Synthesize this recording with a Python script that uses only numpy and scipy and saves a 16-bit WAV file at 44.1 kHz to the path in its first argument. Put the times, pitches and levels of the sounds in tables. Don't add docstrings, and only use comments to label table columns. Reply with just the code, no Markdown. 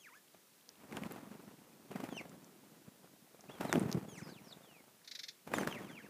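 import sys
import numpy as np
from scipy import signal
from scipy.fft import rfft, irfft
from scipy.io import wavfile
from scipy.ndimage import uniform_filter1d

SR = 44100
rng = np.random.default_rng(int(sys.argv[2]) if len(sys.argv) > 2 else 0)


def master_out(mix):
    frames = np.transpose(np.atleast_2d(mix))
    ceiling = np.clip(frames, -1, 1)
    pcm = np.round(ceiling * 32767).astype(np.int16)
    wavfile.write(sys.argv[1], SR, pcm)


N = 268789

# pitch_hz, relative level_db
HISS_COLOUR = [(70, -24), (150, -6), (400, -4), (800, -10.5), (13800, -13)]
# pitch_hz, relative level_db
THUMP_COLOUR = [(85, -40), (130, -3), (200, 1.5), (400, -5), (1500, -32), (5000, -95)]
# pitch_hz, relative level_db
RUSH_COLOUR = [(300, 3.5), (900, 4), (2500, -6.5), (4000, -15), (15000, -20)]
# crest_s, level_db, rise_db_per_s, fade_db_per_s, rush_db (feathers above thump)
FLOCK_WAVES = [(0.97, -55, 73, 24, 1.5), (2.0, -59, 39, 10, -4.5), (3.61, -51.5, 127, 19, 1),
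               (3.799, -45, 73, 36, -5), (5.549, -44, 329, 38, -2.5)]
# pitch_hz, gain_db
THROAT = [(1000, -10), (2300, 7.5), (3200, -14.5), (4200, -9.5), (6300, 3), (10800, -4), (12300, -16)]
# time_s (from the bottom), pitch_hz, level_db
SWOOP_SHAPE = [(-.14, 3686, -4), (-.11, 3470, -1), (-.085, 3200, -1.5), (-.065, 2560, 1.5),
               (-.04, 1750, 2.5), (-.015, 1020, -5.5), (0, 900, -12), (0.022, 1080, -7.5),
               (0.044, 1640, -0.5), (.06, 1760, -6), (0.078, 1770, -16)]
# bottom_s, stretch of the fall (times), pitch factor (times), level_db,
# start_db (extra at the start), hook_db (extra on the hook), overtone_db (change per overtone)
SWOOPS = [(.113, 1.05, 0.99, -57.5, -13.5, -2.5, -7.5), (4.246, 1.17, 0.93, -62, 0, 1, -2.5),
          (5.85, 1.1, .9, -68.5, 8, 7, -2), (5.954, 1.05, 0.95, -69.5, 9, 6, -3),
          (6.11, 1.07, .93, -67, 1, 0, -14)]
# start_s, level_db, pitch_hz
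SNAPS = [(.691, -37.5, 5260), (.925, -38.5, 1940), (.9695, -31, 2680), (.9725, -35, 1490),
         (1.0355, -33, 2270), (1.1215, -33.5, 12300), (2.295, -46.5, 7500), (2.445, -46.5, 6300),
         (3.4085, -43, 6500), (3.7278, -21, 7860), (3.728, -14.5, 1530), (3.757, -31, 2520),
         (3.796, -33.5, 8700), (3.916, -29.5, 5370), (3.9275, -26, 5100), (5.538, -19, 1562),
         (5.584, -22.5, 1310), (5.633, -30, 1600), (5.674, -20.5, 1110), (5.726, -33, 2390)]
# time_s, level_db, rush_db (feathers against the thump)
NEAR_STROKES = [(.347, -60.5, 0.5), (0.93, -42.5, -7), (.95, -42, -20), (0.971, -41, -4), (0.986, -40, -18),
                (1.022, -39.5, -17), (1.037, -44, -5), (1.064, -41, -20), (1.111, -39.5, -8.5),
                (1.162, -47, -3), (1.916, -37.5, -9), (1.96, -34.5, -9), (2.003, -40, -5),
                (2.04, -36.5, -6), (2.881, -50, -29.5), (3.045, -60, -1), (3.499, -43, -7.5),
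                (3.6105, -32, -5.5), (3.652, -31, -7.5), (3.696, -33, -8.5), (3.739, -31, -7),
                (3.757, -24.5, -15), (3.769, -30, -20), (3.781, -26.5, -18), (3.818, -29, -22.5),
                (3.834, -30, -26), (3.861, -33.5, -35), (3.895, -38.5, -20), (3.953, -31.5, -31),
                (3.976, -30, -25), (4.031, -46.5, -31), (4.225, -44.5, -37), (5.476, -46, 0),
                (5.518, -41, -4.5), (5.54, -37.5, 3.5), (5.585, -34.5, -3), (5.613, -38, -1),
                (5.675, -32.5, -1.5)]
# first_s, period_s, strokes (count, fraction dropped),
# first_level_db, last_level_db, rush_db (feathers against the thump)
FLIGHTS = [(1.188, 0.042, 8.4, -46.5, -51.5, -13), (1.544, 0.039, 7.3, -54, -68, -15),
           (2.086, 0.0412, 5.26, -39.5, -48, -7), (2.296, 0.044, 14.3, -53.5, -81, -16),
           (3.349, 0.048, 3, -58, -57, -2.5), (4.082, 0.048, 9.5, -49, -56, -23.5),
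           (4.531, 0.039, 10.3, -58.5, -60.5, -4.5), (5.766, 0.046, 7.2, -46, -52.5, -16)]
# start_s, length_s, from_hz, to_hz, bend (power; above 1 the glide comes late),
# level_db (middle of the note), swell_db (over the whole note)
GLIDES = [(1.893, 0.081, 3237, 1760, 1.6, -67, 10), (3.679, 0.084, 4430, 3310, 0.44, -57, -2),
          (4.27, 0.13, 5660, 1990, 1.1, -65.5, 3), (4.431, 0.08, 5880, 4200, 1.4, -70, 6),
          (4.456, 0.081, 6700, 3230, 1.15, -65.5, 33.5), (4.624, .19, 3800, 2064, 0.79, -69.5, -3),
          (5.704, 0.085, 3410, 1674, 1.17, -54, -7), (6.042, 0.039, 2450, 2840, 0.88, -71, 2)]
# (time_s, pitch_hz, level_db)
HITCHED_CALLS = [(-11, [(2.1, 3620, -63), (2.15, 3015, -61), (2.165, 3126, -51.5), (2.19, 2503, -48),
                 (2.218, 1850, -57)]), (-22, [(4.226, 5350, -64), (4.25, 4950, -62), (4.26, 5080, -67),
                 (4.31, 3800, -64)]), (-22, [(3.48, 2244, -64), (3.522, 3520, -62), (3.6, 2900, -69)]),
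                 (-3.5, [(5.54, 3700, -43), (5.556, 3520, -51), (5.568, 3200, -57), (5.585, 3100, -66),
                 (5.6, 3150, -54), (5.62, 2800, -58)]), (-22, [(5.888, 3600, -61), (5.945, 2980, -61),
                 (5.98, 2340, -55), (6.028, 1250, -68)])]
SCOLD_STARTS = [5.043, 5.074, 5.111, 5.149, 5.189, 5.232, 5.282]
# pitch_hz, relative level_db
BEAK = [(1000, -36), (1450, -12), (2200, -4.5), (2900, -16.5), (3600, 1.5), (5500, -3.5), (7400, -16),
        (8500, -31), (11500, -17.5), (15000, -33)]

HISS_DB = -66
IDLE_DB = -80.5
EDGE_HZ = 15400
FADE_S = 0.0083
THROAT_SHARE = 0.27
POP_HZ = 666
GLIDE_OVERTONE_DB = -17.5
SCOLD_DB, SHY_DB, WARM_S = -40, -17, 0.027


def gain_of(db):
    return 10 ** (np.asarray(db) / 20)


def evened(x):
    return x / np.sqrt(np.mean(x ** 2, axis=-1, keepdims=True) + 1e-20)


def read(points, hz):
    table_hz, table_db = np.transpose(points)
    return np.interp(np.log(hz + 1), np.log(table_hz), table_db)


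def coloured(x, spectrum):
    size = x.shape[-1]
    gain = gain_of(read(spectrum, np.fft.rfftfreq(size, 1 / SR)))
    return irfft(rfft(x) * gain, size)


def add(mix, s, sound):
    part = mix[round(s * SR):][:len(sound)]
    part += sound[:len(part)]


def crackle(shape, depth_db):
    lumps = evened(uniform_filter1d(rng.standard_normal(shape), 70))
    return evened(gain_of(depth_db * lumps))


def hiss():
    return gain_of(HISS_DB) * evened(coloured(rng.standard_normal(N), HISS_COLOUR))


def flock():
    t = np.arange(N) / SR
    lumps = gain_of(3.73 * evened(uniform_filter1d(rng.standard_normal((2, N)), 600)))
    thump = evened(coloured(rng.standard_normal(N), THUMP_COLOUR))
    rush = evened(coloured(rng.standard_normal(N), RUSH_COLOUR))
    waves = np.array([db - np.maximum(rise * (s - t), fade * (t - s))
                      for s, db, rise, fade, _ in FLOCK_WAVES])
    rush_waves = waves + np.array(FLOCK_WAVES)[:, -1:]
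    low_db = np.maximum(waves.max(axis=0), IDLE_DB)
    high_db = np.maximum(rush_waves.max(axis=0), IDLE_DB)
    low = gain_of(low_db) * lumps[0] * thump
    high = gain_of(high_db) * np.sqrt(lumps[0] * lumps[1]) * crackle(N, 2.7) * rush
    return low + high


def chirp(overtone_db, s, hz, db):
    t = np.arange(max(s[0], 0), s[-1], 1 / SR)
    waver = evened(uniform_filter1d(rng.standard_normal((2, len(t))), 250))
    glide_hz = uniform_filter1d(np.interp(t, s, hz), 400, mode="nearest")
    pitch = glide_hz * (1 + 0.005 * waver[0])
    turn = 2 * np.pi * np.cumsum(pitch) / SR
    tone = gain_of(THROAT_SHARE * read(THROAT, pitch)) * np.sin(turn)
    step_db = np.interp(t, s, overtone_db + np.zeros(len(s)))
    for k in range(2, 8):
        overtone_gain = gain_of((k - 1) * step_db + read(THROAT, k * pitch))
        tone = tone + overtone_gain * np.sin(k * turn) * (k * pitch < EDGE_HZ)
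    fade = np.minimum(np.minimum(t - s[0], s[-1] - t) / FADE_S, 1)
    level = gain_of(np.interp(t, s, db) + 2.54 * waver[1]) * fade
    return t[0], np.sqrt(2) * level * tone


def swoop(bottom, stretch, factor, db, start_db, hook_db, overtone_db):
    s, hz, shape_db = np.transpose(SWOOP_SHAPE)
    lead = np.maximum(s / s[0], 0)
    hook = hook_db * (s > 0)
    times = bottom + np.where(s < 0, stretch, 1) * s
    overtones = overtone_db - 3 * max(start_db, 0) * lead ** 2 - hook
    return chirp(overtones, times, factor * hz, db + shape_db + start_db * lead + hook)


def snaps():
    t, out = np.arange(400) / SR, np.zeros(N)
    draws = rng.random((90, 3))
    small = np.c_[draws[:, 0] * N / SR, -68 + 10 * draws[:, 1], 400 * 15 ** draws[:, 2]]
    for s, db, hz in [*SNAPS, *small]:
        cycles = np.clip(-db / 48 + hz / 12000, .45, 2)
        turns = hz * t - 1.435 * cycles
        cycle = np.sin(2 * np.pi * turns) * np.exp(-(turns / cycles) ** 2)
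        is_bounce = rng.random(len(t)) < .1
        bounces = gain_of(-14.0 - 60 * t / 0.016) * rng.standard_normal(len(t)) * is_bounce
        bounces[0] = 1
        edge_noise = uniform_filter1d(rng.standard_normal(len(t)), size=2)
        crack = gain_of(-4.5 - 60 * t / 0.0019) * edge_noise
        add(out, s, gain_of(db) * np.convolve(bounces, cycle))
        add(out, s, gain_of(db) * crack)
    return out


def puffs(count, spectrum, width_s):
    bell = np.exp(-.5 * ((np.arange(4096) - 2048) / SR / width_s) ** 2)
    burst = coloured(bell * rng.standard_normal((count, len(bell))), spectrum)
    return evened(burst) * np.sqrt(np.mean(bell ** 2))


def all_strokes():
    strokes = list(NEAR_STROKES)
    for s, period, count, first_db, last_db, rush_db in FLIGHTS:
        wobble = rng.standard_normal((int(count), 2)) * [.003, 1.5]
        levels = np.linspace(first_db, last_db, int(count))
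        for k, (late_s, extra_db) in enumerate(wobble):
            strokes.append((s + k * period + late_s, levels[k] + extra_db, rush_db))
    return strokes


def wings():
    strokes = all_strokes()
    out, count = np.zeros(N), len(strokes)
    slaps, swishes = puffs(count, RUSH_COLOUR, 0.0032), puffs(count, RUSH_COLOUR, 0.025)
    t = (np.arange(slaps.shape[1]) - slaps.shape[1] / 2) / SR
    swishes *= 1 / (1 + np.exp(-(t + 0.0068) / 0.0017))
    rushes = slaps * (t > -.0015) + 0.42 * swishes
    rushes = 0.26 * evened(rushes * crackle(rushes.shape, 1.5))
    thumps = puffs(count, THUMP_COLOUR, 0.0061)
    for (s, db, rush_db), thump, rush in zip(strokes, thumps, rushes):
        push_hz = max(322 + 6 * rush_db, 165)
        push = -np.cos(2 * np.pi * push_hz * t) * np.exp(-(push_hz * t / 0.76) ** 2)
        pop = -np.cos(2 * np.pi * POP_HZ * t) * np.exp(-(POP_HZ * t) ** 2)
        stroke = gain_of(rush_db + 6.5) * pop + 0.53 * thump
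        stroke = stroke + (.5 - rush_db / 25) * push + gain_of(rush_db) * rush
        add(out, s + t[0], gain_of(db) * stroke)
    return out


def glide(start, length, from_hz, to_hz, bend, db, swell_db):
    u = np.linspace(0, 1, num=12)
    pitch = from_hz + (to_hz - from_hz) * u ** bend
    return chirp(GLIDE_OVERTONE_DB, start + length * u, pitch, db + swell_db * (u - .5))


def hitched_call(overtone_db, points):
    return chirp(overtone_db, *np.transpose(points))


def scold():
    t = np.arange(2048) / SR
    jitter = evened(uniform_filter1d(rng.standard_normal(len(t)), 60))
    start_hz = 1100 * rng.uniform(1.0, 1.03)
    pitch = start_hz * np.exp(-t / .019) * (1 + .06 * jitter)
    turn = 2 * np.pi * np.cumsum(pitch) / SR
    pulses = evened(sum(np.cos(k * turn + 2 * np.pi * rng.random()) for k in range(1, 17)))
    drive = pulses + .45 * rng.standard_normal(len(t))
    shape = (1 - np.exp(-t / 0.0032)) * np.exp(-(t / 0.012) ** 2)
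    return shape * evened(coloured(drive, BEAK))


def scattered(x):
    t = np.arange(8000) / SR
    tail = gain_of(-60 * t / 0.14) * rng.standard_normal(len(t)) * (t > .004)
    return signal.oaconvolve(x, tail / np.linalg.norm(tail))[:N]


def scene():
    birds = np.zeros(N)
    for row in SWOOPS:
        add(birds, *swoop(*row))
    for row in GLIDES:
        add(birds, *glide(*row))
    for row in HITCHED_CALLS:
        add(birds, *hitched_call(*row))
    for s in SCOLD_STARTS:
        level_db = SCOLD_DB + SHY_DB * np.exp((SCOLD_STARTS[0] - s) / WARM_S)
        add(birds, s, gain_of(level_db) * scold())
    tail = gain_of(-9.5) * scattered(birds)
    return (hiss() + flock() + birds + tail + snaps() + wings())[None]


def record(dry):
    bass_cut = signal.butter(3, 85, "high", fs=SR, output="sos")
    thin = signal.sosfilt(bass_cut, dry)
    treble_cut = signal.firwin(511, EDGE_HZ, window=("kaiser", 9), fs=SR)
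    return signal.oaconvolve(thin, treble_cut[None], "same")


dry = scene()
out = record(dry)
master_out(out)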